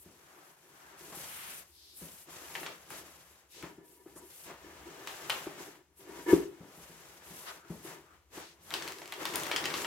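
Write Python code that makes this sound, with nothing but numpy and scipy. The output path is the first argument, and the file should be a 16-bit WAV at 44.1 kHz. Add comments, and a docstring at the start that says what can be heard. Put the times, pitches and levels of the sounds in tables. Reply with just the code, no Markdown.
"""Handling a cardboard box of packing paper

Hands turn and open a cardboard box full of crumpled packing paper on a padded table in a workshop.
Skin and sleeves rub the board: shaped noise that swells with each slide and drag.
Blows set off fading tones of the box and table, once with a hard knock.
The paper's creases snap and crinkle in short bursts of noise.
Two microphone channels hear it all, with the short ring of the room behind paper and blows."""
import sys
import numpy as np
from scipy import signal
from scipy.fft import rfft, irfft, next_fast_len
from scipy.io import wavfile
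from scipy.ndimage import uniform_filter1d

SR = 44100
rng = np.random.default_rng(int(sys.argv[2]) if len(sys.argv) > 2 else 0)


def digitize_waveform(pressure):
    """Quantize a signal to 16-bit integers and store it at the path in sys.argv[1].

    Rows of a 2-D input are taken as channels; values are limited to [-1, 1].
    """
    field = np.atleast_2d(pressure).T
    bounded = np.clip(field, -1, 1)
    quanta = np.round(bounded * 32767).astype(np.int16)
    wavfile.write(sys.argv[1], SR, quanta)


def nominal_scale(level):
    """Amplitude ratio for a level in decibels (scalar or array-like)."""
    x = np.asarray(level, float) / 20
    return 10 ** x


N = 434826
SIZE = next_fast_len(N)
HZ = np.fft.rfftfreq(SIZE, 1 / SR)
TIME = np.arange(N) / SR

# tones of the box walls and the air inside: pitch_hz, level_db (relative), t60_s (time to fall 60 dB)
BOX_TONES = [(300, -5, .065), (348, 0, .07), (400, -2, .065), (515, -18, .1), (650, -22, .08),
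             (965, -16, .16), (1200, -27, .1), (1740, -19, .15), (2170, -26, .13), (3000, -31, .1)]
# tones of the table top: pitch_hz, level_db (relative), t60_s (time to fall 60 dB)
TABLE_TONES = [(138.7, -4.5, 0.078), (171.4, -4, 0.1), (243, -6.5, 0.037)]


def curve(points):
    """Read a table of (Hz, value) points at every frequency, along a logarithmic pitch scale."""
    hz, value = np.transpose(points)
    return np.interp(np.log(HZ + 1), np.log(hz), value)


def unit(x):
    """Scale to an rms of 1."""
    return x / np.sqrt(np.mean(x ** 2))


def walk(rate_hz):
    """Random levels, a new one every 1 / rate_hz seconds, joined by straight slopes; rms near 1."""
    hold = int(SR / rate_hz)
    steps = np.repeat(rng.standard_normal(N // hold + 1), hold)
    return unit(uniform_filter1d(steps, hold)[:N])


def ring(tones):
    """Struck tones die away; neighbours start in opposite directions, so the ring swells before it fades."""
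    t = TIME[:SR // 2]
    total = np.zeros(len(t))
    for k, (pitch_hz, level_db, t60_s) in enumerate(tones):
        fade = np.exp(-np.log(1000) * t / t60_s)
        total += (-1) ** k * nominal_scale(level_db) * np.sin(2 * np.pi * pitch_hz * t) * fade
    return total


def rough(gain, grit_db, rate_hz):
    """Stereo friction noise of rms 1: fibres catch unevenly, the microphones agree mainly in the bass."""
    # how alike both microphones hear it: pitch_hz, likeness (0 to 1)
    likeness = [(200, 0.88), (400, 0.88), (700, 0.69), (1500, 0.3), (4000, 0.29), (10000, 0.07)]
    mid, side = rng.standard_normal((2, len(HZ))) + 1j * rng.standard_normal((2, len(HZ)))
    alike = np.clip(curve(likeness), 0, 1)
    mid = mid * np.sqrt(1 + alike)
    side = side * np.sqrt(1 - alike)
    noise = irfft(np.array([mid + side, mid - side]) * gain, SIZE)[:, :N]
    return unit(noise * nominal_scale(grit_db * walk(rate_hz)))


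def effort(rows, fall_db_s, still_db, above_db=0):
    """Level in dB of movements that set in fast, change evenly and die away."""
    rise_db_s = 500
    stop_db_s2 = 348  # longer movements stop more abruptly: extra dB/s per second of length
    start_s, length_s, first_db, last_db = np.transpose(rows)[:4, :, None]
    coarse = TIME[::64]
    t = coarse - start_s
    db = first_db + (last_db - first_db) * np.clip(t / length_s, 0, 1)
    db = db + np.reshape(above_db, (-1, 1))
    db = db - rise_db_s * np.maximum(0.03 - t, 0)
    db = db - (fall_db_s + stop_db_s2 * length_s) * np.maximum(t - length_s, 0)
    power = np.sum(nominal_scale(db) ** 2, axis=0) + nominal_scale(still_db) ** 2
    return np.interp(TIME, coarse, 10 * np.log10(power))


def hands_db():
    """Levels of scrape, whisper, skin, boom and rumble: paper stirs with both movements, table with drags."""
    # the box and its flaps dragged or bent: start_s, length_s, start_level_db, end_level_db,
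    # boom_db (boom of the walls above the drag)
    drags = [(0.025, 0.49, -66, -66, -1.5), (0.543, 0.565, -70, -56.5, -3.5),
             (1.103, 0.14, -56.5, -51.5, -21), (1.21, 0.41, -58.5, -59, -11), (1.989, 0.23, -58, -66, -11),
             (2.257, 0.46, -55.5, -49, -5), (2.72, 0.18, -60, -61, -10), (2.886, .1, -50, -52, -3.5),
             (3.026, 0.43, -57.5, -68.5, -12), (3.523, 0.13, -71, -53, 5.5),
             (3.755, 0.51, -85.5, -84, 22.5), (4.053, 0.18, -72, -68, 11), (4.273, 0.42, -64.5, -67, -12),
             (4.447, 0.067, -49.5, -51.5, -4), (4.578, 0.55, -57.5, -51.5, -1.5),
             (5.057, 0.3, -50, -48.5, -9), (5.286, 0.35, -46.5, -53.5, -10),
             (5.554, 0.2, -52.5, -58.5, 2.5), (5.976, 0.22, -67, -51, 5.5),
             (6.258, 0.077, -45.5, -42.5, -6), (6.483, 0.27, -65.5, -58.5, -6),
             (6.775, 0.4, -58.5, -59, -6.5), (7.185, 0.39, -57.5, -54.5, -9), (7.622, 0.22, -60.5, -61, -2),
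             (7.836, 0.086, -50, -50, -0.5), (8.01, 0.14, -74, -62.5, -7), (8.325, 0.09, -49.5, -54.5, -1),
             (8.472, 0.14, -82, -65, -6), (8.616, 0.13, -72, -46.5, -14), (8.709, 0.19, -48.5, -46, 0.5),
             (8.962, 0.33, -56.5, -52.5, 0.5), (9.183, 0.15, -39.5, -47, -3.5),
             (9.322, 0.12, -38, -42, -3.5), (9.438, 0.39, -41, -41.5, -4)]
    # skin and sleeves sliding over the board: start_s, length_s, start_level_db, end_level_db
    slides = [(0, 0.045, -43, -63), (.08, 0.45, -67.5, -64.5), (.55, 0.37, -68.5, -64),
              (.965, 0.2, -57, -54.5), (1.125, 0.47, -48, -48.5), (1.65, 0.28, -64, -65),
              (1.94, 0.29, -48.5, -56), (2.275, 0.36, -57, -51.5), (2.7, 0.21, -64, -64),
              (2.885, 0.098, -53, -51.5), (3.04, .37, -59.5, -68.5), (3.485, 0.28, -59, -70.5),
              (3.83, 0.13, -63, -62), (3.98, .17, -70, -66.5), (4.19, 0.26, -61, -52.5),
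              (4.55, 0.59, -72, -61.5), (5.065, 0.38, -58, -56), (5.285, .1, -52, -56),
              (5.43, .12, -64, -68), (5.57, .1, -54, -57), (5.945, 0.066, -64, -60),
              (6.06, 0.18, -64.5, -57), (6.265, 0.056, -50, -42.5), (6.52, 0.3, -80, -58.5),
              (6.8, .38, -61, -63), (7.215, 0.16, -60, -52), (7.36, 0.18, -50, -57.5),
              (7.68, .12, -57, -63), (7.815, 0.092, -50, -56), (8.0, 0.16, -73, -91),
              (8.305, 0.073, -61, -53), (8.46, 0.11, -73, -80), (8.605, 0.1, -63, -56.5),
              (8.75, 0.25, -64, -59.5), (9.0, 0.24, -67, -60), (9.26, .09, -55, -55),
              (9.365, 0.13, -50, -59), (9.575, 0.13, -64, -63), (9.72, 0.12, -49, -48.5)]
    # levels while nothing moves: scrape_db, skin_db, boom_db
    scrape_still_db, skin_still_db, boom_still_db = (-77.5, -84, -77.5)
    drag_fall_db_s, slide_fall_db_s = 94, 129
    scrape = effort(drags, drag_fall_db_s, scrape_still_db)
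    skin = effort(slides, slide_fall_db_s, skin_still_db)
    boom = effort(drags, drag_fall_db_s, boom_still_db, np.transpose(drags)[4])
    whisper = skin + 0.49 * (scrape - skin) + 0.5
    rumble = 0.73 * scrape - 27.5
    return scrape, whisper, skin, boom, rumble


def rubbing():
    """Hands slide over board and paper; the same friction shakes the box walls and the table."""
    # colours of board scrape, paper whisper and skin: pitch_hz, level_db (per Hz, relative)
    scrape_colour = [(300, -16.5), (500, -2.5), (1000, -2), (1700, -4), (2100, -6), (3000, -10.5),
                     (6000, -20.5)]
    whisper_colour = [(1800, -10), (2800, -6.5), (4200, -9), (6300, -6), (8000, -8.5), (11000, -45)]
    skin_colour = [(5000, -29), (7500, -5), (9500, -1), (12000, 1.5), (14000, -5), (15800, -10.5)]
    # the table's slowest sway, felt as a dull drone: time_s, level_db
    sway_points = [(0.0, -61), (0.13, -75), (4.42, -75), (4.61, -64.5), (5.16, -87), (5.55, -86),
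                   (5.88, -73), (6.45, -81), (6.81, -75), (7.63, -64), (8.79, -69), (9.36, -77),
                   (9.58, -65), (9.86, -78)]
    # the box edge judders over the pad around its hard drop: time_s, level_db
    judder_points = [(6.258, -55.5), (6.267, -37.5), (6.3, -28.5), (6.326, -28), (6.345, -48.5),
                     (6.44, -48.5)]
    scrape_db, whisper_db, skin_db, boom_db, rumble_db = hands_db()
    walls = np.abs(rfft(ring(BOX_TONES), SIZE))
    table_top = np.abs(rfft(ring(TABLE_TONES), SIZE))
    sway = 1 / (1 + ((HZ - 72) / 14) ** 2)  # one broad hump at 72 Hz
    sway_db = np.interp(TIME, *np.transpose(sway_points))
    judder_db = np.interp(TIME, *np.transpose(judder_points), left=-200, right=-200)

    sound = nominal_scale(scrape_db) * rough(nominal_scale(curve(scrape_colour)), 0.43, 90)
    sound += nominal_scale(whisper_db) * rough(nominal_scale(curve(whisper_colour)), 1.4, 120)
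    sound += nominal_scale(skin_db) * rough(nominal_scale(curve(skin_colour)), 1.1, 60)
    sound += nominal_scale(boom_db) * rough(walls ** 0.75, 3, 30)
    sound += nominal_scale(rumble_db) * rough(table_top, 3, 20)
    sound += nominal_scale(sway_db) * rough(sway, 4.6, 3)
    # quick slips are hard contacts: they reach the upper tones of the walls
    sound += nominal_scale(judder_db) * rough(walls * HZ ** 0.54, 2.3, 60)
    return sound


def blows():
    """A short soft push rings the box and the table; the flaps rattle and the box settles on the pad."""
    # blows on the box: start_s, level_db (peak of the thump), table_db (table's share),
    # rattle_db (flaps, relative to the thump)
    hits = [(0.055, -51.5, 8, -28), (1.118, -47.5, 1, 3.5), (1.166, -44.5, -5, -20),
            (2.014, -40.5, 5.5, -30), (2.623, -41.5, -17, -26), (2.912, -44, -11, -19),
            (3.629, -35, -4.5, -7), (3.777, -42.5, -8, -18), (4.057, -41.5, -20, -12),
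            (4.156, -45, -13.5, -3.5), (4.493, -45, -21, 4), (5.463, -30.5, -22, -11),
            (5.599, -39, -16, -14), (6.091, -40.5, -16.5, -11.5), (6.3265, -6, -20, -30),
            (6.373, -27, -10.5, -22), (6.448, -34.5, -33, -33), (6.6, -43.5, 9, -18), (6.769, -50, 8, -4),
            (6.89, -53.5, 13.5, -12), (7.298, -48, 11, -28), (7.697, -33, 3.5, -16),
            (7.844, -39.5, -30, -27), (8.369, -39, -27, -3), (9.212, -38.5, -23, -11)]
    contact_ms = 0.58  # time from the push's peak to 1/e
    box = ring(BOX_TONES)
    box_share = box / np.abs(box).max()
    table = ring(TABLE_TONES) + ring([(72, -19.5, 0.16)])
    t = TIME[:len(box)]
    push = np.exp(-(t[:400] * 1000 / contact_ms - 2) ** 2)
    flap_band = signal.butter(2, [270, 1200], "band", fs=SR)
    pad_band = signal.butter(2, [105, 430], "band", fs=SR)
    rattle_swell = np.exp(-t / 0.025) * (1 - np.exp(-t / 0.007))
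    settle_swell = np.exp(-t / 0.044) * (1 - np.exp(-t / 0.012))
    out = np.zeros(N + len(box))
    for start_s, level_db, table_db, rattle_db in hits:
        thump = np.convolve(push, box_share + nominal_scale(table_db) * table)[:len(box)]
        thump = thump / np.abs(thump).max()
        rattle = unit(signal.lfilter(*flap_band, rng.standard_normal(len(t)))) * rattle_swell
        settle = unit(signal.lfilter(*pad_band, rng.standard_normal(len(t)))) * settle_swell
        blow = thump + nominal_scale(rattle_db) * rattle + nominal_scale(table_db - 12) * settle
        i = int(start_s * SR)
        out[i:i + len(box)] += nominal_scale(level_db) * blow
    return np.array([out[:N], out[:N]])


def strokes():
    """Fingers or a flap brush once across the board: a swell of friction noise in one band, narrow or wide."""
    # short strokes: start_s, length_s, pitch_hz (centre), half_width_hz, level_db (rms before the swell)
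    brushes = [(0.147, .48, 1140, 546, -61), (0.653, .48, 1240, 544, -59), (1.199, 0.45, 2150, 1200, -49.5),
               (1.689, 0.37, 4400, 1030, -59), (3.491, 0.19, 4650, 2630, -54),
               (4.148, 0.062, 9400, 3000, -52), (7.453, 0.088, 1210, 500, -46.5),
               (7.456, 0.064, 2900, 1990, -45.5), (7.545, 0.2, 1400, 150, -62),
               (8.039, 0.138, 1310, 196, -64), (8.306, 0.26, 3940, 2400, -55.5),
               (8.318, 0.16, 1090, 660, -53.5)]
    out = np.zeros((2, N))
    for start_s, length_s, pitch_hz, half_width_hz, level_db in brushes:
        i, n = int(start_s * SR), int(length_s * SR)
        band = signal.butter(2, [pitch_hz - half_width_hz, pitch_hz + half_width_hz], "band", fs=SR)
        noise = unit(signal.lfilter(*band, rng.standard_normal((2, n))))
        swell = np.sin(np.pi * np.arange(n) / n)
        out[:, i:i + n] += nominal_scale(level_db) * swell * noise
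    return out


def snaps():
    """A crease buckles in a short noise burst, then the sheet shivers, ringing broadly round its own centre."""
    # creases snapping: start_s, level_db (peak), pitch_hz (centre), edge_db (bright edge)
    creases = [(2.5527, -24.5, 1380, -18), (2.557, -31, 1190, -21), (2.632, -29, 1390, -17),
               (2.6632, -25.5, 1460, -17), (2.668, -32, 2060, -10), (2.9043, -33, 1220, -3),
               (3.6262, -34, 1220, -9), (5.0731, -24.5, 1860, -4), (5.2971, -17.5, 1420, -3.5),
               (5.3019, -18, 1600, -31), (5.459, -41, 868.5, -36), (8.7113, -33.5, 1070, -22),
               (8.7393, -17.5, 2410, -4.5), (8.8234, -25, 2780, -12), (8.8773, -27, 2020, -2),
               (9.0176, -34, 1040, -40), (9.1232, -26.5, 1480, -8), (9.2537, -18, 1940, -3.5),
               (9.3577, -15, 2340, 9), (9.455, -31, 2050, -14), (9.5141, -19.5, 1510, -15),
               (9.562, -13.5, 2450, -9), (9.624, -38, 2160, -9), (9.641, -22.5, 1890, -18),
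               (9.656, -17, 2070, -6.5), (9.7022, -27.5, 1320, -27), (9.7401, -20, 1750, -23),
               (9.846, -22.5, 1190, -32)]
    burst_ms, shiver_s = 1.56, 0.021  # times to fall to 1/e
    t = TIME[:4096]
    out = np.zeros((2, N + len(t)))
    bright = signal.iirpeak(7000, 0.6, fs=SR)
    for start_s, level_db, pitch_hz, edge_db in creases:
        noise = rng.standard_normal((3, len(t)))
        noise = noise[0] + 0.3 * noise[1:]  # mostly shared by both channels
        burst = noise * np.exp(-t * 1000 / burst_ms)
        shiver = noise * nominal_scale(-8.5) * np.exp(-t / shiver_s)
        band = signal.butter(2, [pitch_hz / 2.37, min(pitch_hz * 2.48, 16000)], "band", fs=SR)
        sheet = signal.lfilter(*band, burst + shiver)
        snap = sheet + nominal_scale(edge_db) * signal.lfilter(*bright, burst)
        i = int(start_s * SR)
        out[:, i:i + len(t)] += nominal_scale(level_db) * snap / np.abs(snap).max()
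    return out[:, :N]


def crinkles():
    """Many small folds give way at random while the hand works the paper; few are large."""
    from_s, folds_per_s, fade_ms = 8.7, 220, 1.1
    happens = (rng.random(N) < folds_per_s / SR) * (TIME > from_s)
    size = nominal_scale(5.86 * np.minimum(rng.exponential(size=N), 4))
    gate = signal.lfilter([1], [1, -np.exp(-1000 / SR / fade_ms)], happens * size)
    click = signal.lfilter(*signal.iirpeak(3000, 0.6, fs=SR), gate * rng.standard_normal(N))
    whisper_db = hands_db()[1]
    return nominal_scale(whisper_db + 2.5) * np.array([click, click])


def room(x):
    """Diffuse echoes; the treble differs between the microphones and dies first."""
    t60_s, treble_t60_s = 0.43, 0.24  # times to fall 60 dB
    t = TIME[:SR // 2]
    echo = rng.standard_normal((2, len(t))) * (t > 0.004)
    bass = signal.lfilter(*signal.butter(1, 500, fs=SR), echo)
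    echo = echo - bass + bass.sum(axis=0) / np.sqrt(2)  # both channels share the bass
    low = signal.lfilter([0.25], [1, -0.75], echo)
    treble = echo - low
    tail = low * nominal_scale(-60 * t / t60_s) + treble * nominal_scale(-60 * t / treble_t60_s - 2)
    return signal.fftconvolve(x, unit(tail) / np.sqrt(len(t)), axes=1)[:, :N]


def scene():
    """Sudden sounds wake the room; everything sits a little to the left."""
    paper = snaps() + crinkles()
    box = blows()
    hands = rubbing() + strokes()
    hands[1] = np.roll(hands[1], 3)  # the hands reach the right microphone 3 samples later
    echoes = room(nominal_scale(-3.5) * paper + nominal_scale(-13) * box)
    heard = hands + paper + box + echoes
    left_db = 2.5  # left channel above right
    return heard * nominal_scale(np.array([[left_db], [-left_db]]) / 2)


def band_limit(x):
    """A steep low-pass at the top of the band."""
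    return signal.sosfilt(signal.butter(12, 17000, fs=SR, output="sos"), x)


def record(dry):
    """The microphone loses the deepest bass and the very top."""
    low_cut = signal.butter(4, 54, "high", fs=SR, output="sos")
    top_cut = signal.ellip(8, 0.3, 30, 15900, fs=SR, output="sos")
    mix = signal.sosfilt(top_cut, signal.sosfilt(low_cut, dry))
    return band_limit(mix)


dry = scene()
out = record(dry)
digitize_waveform(out)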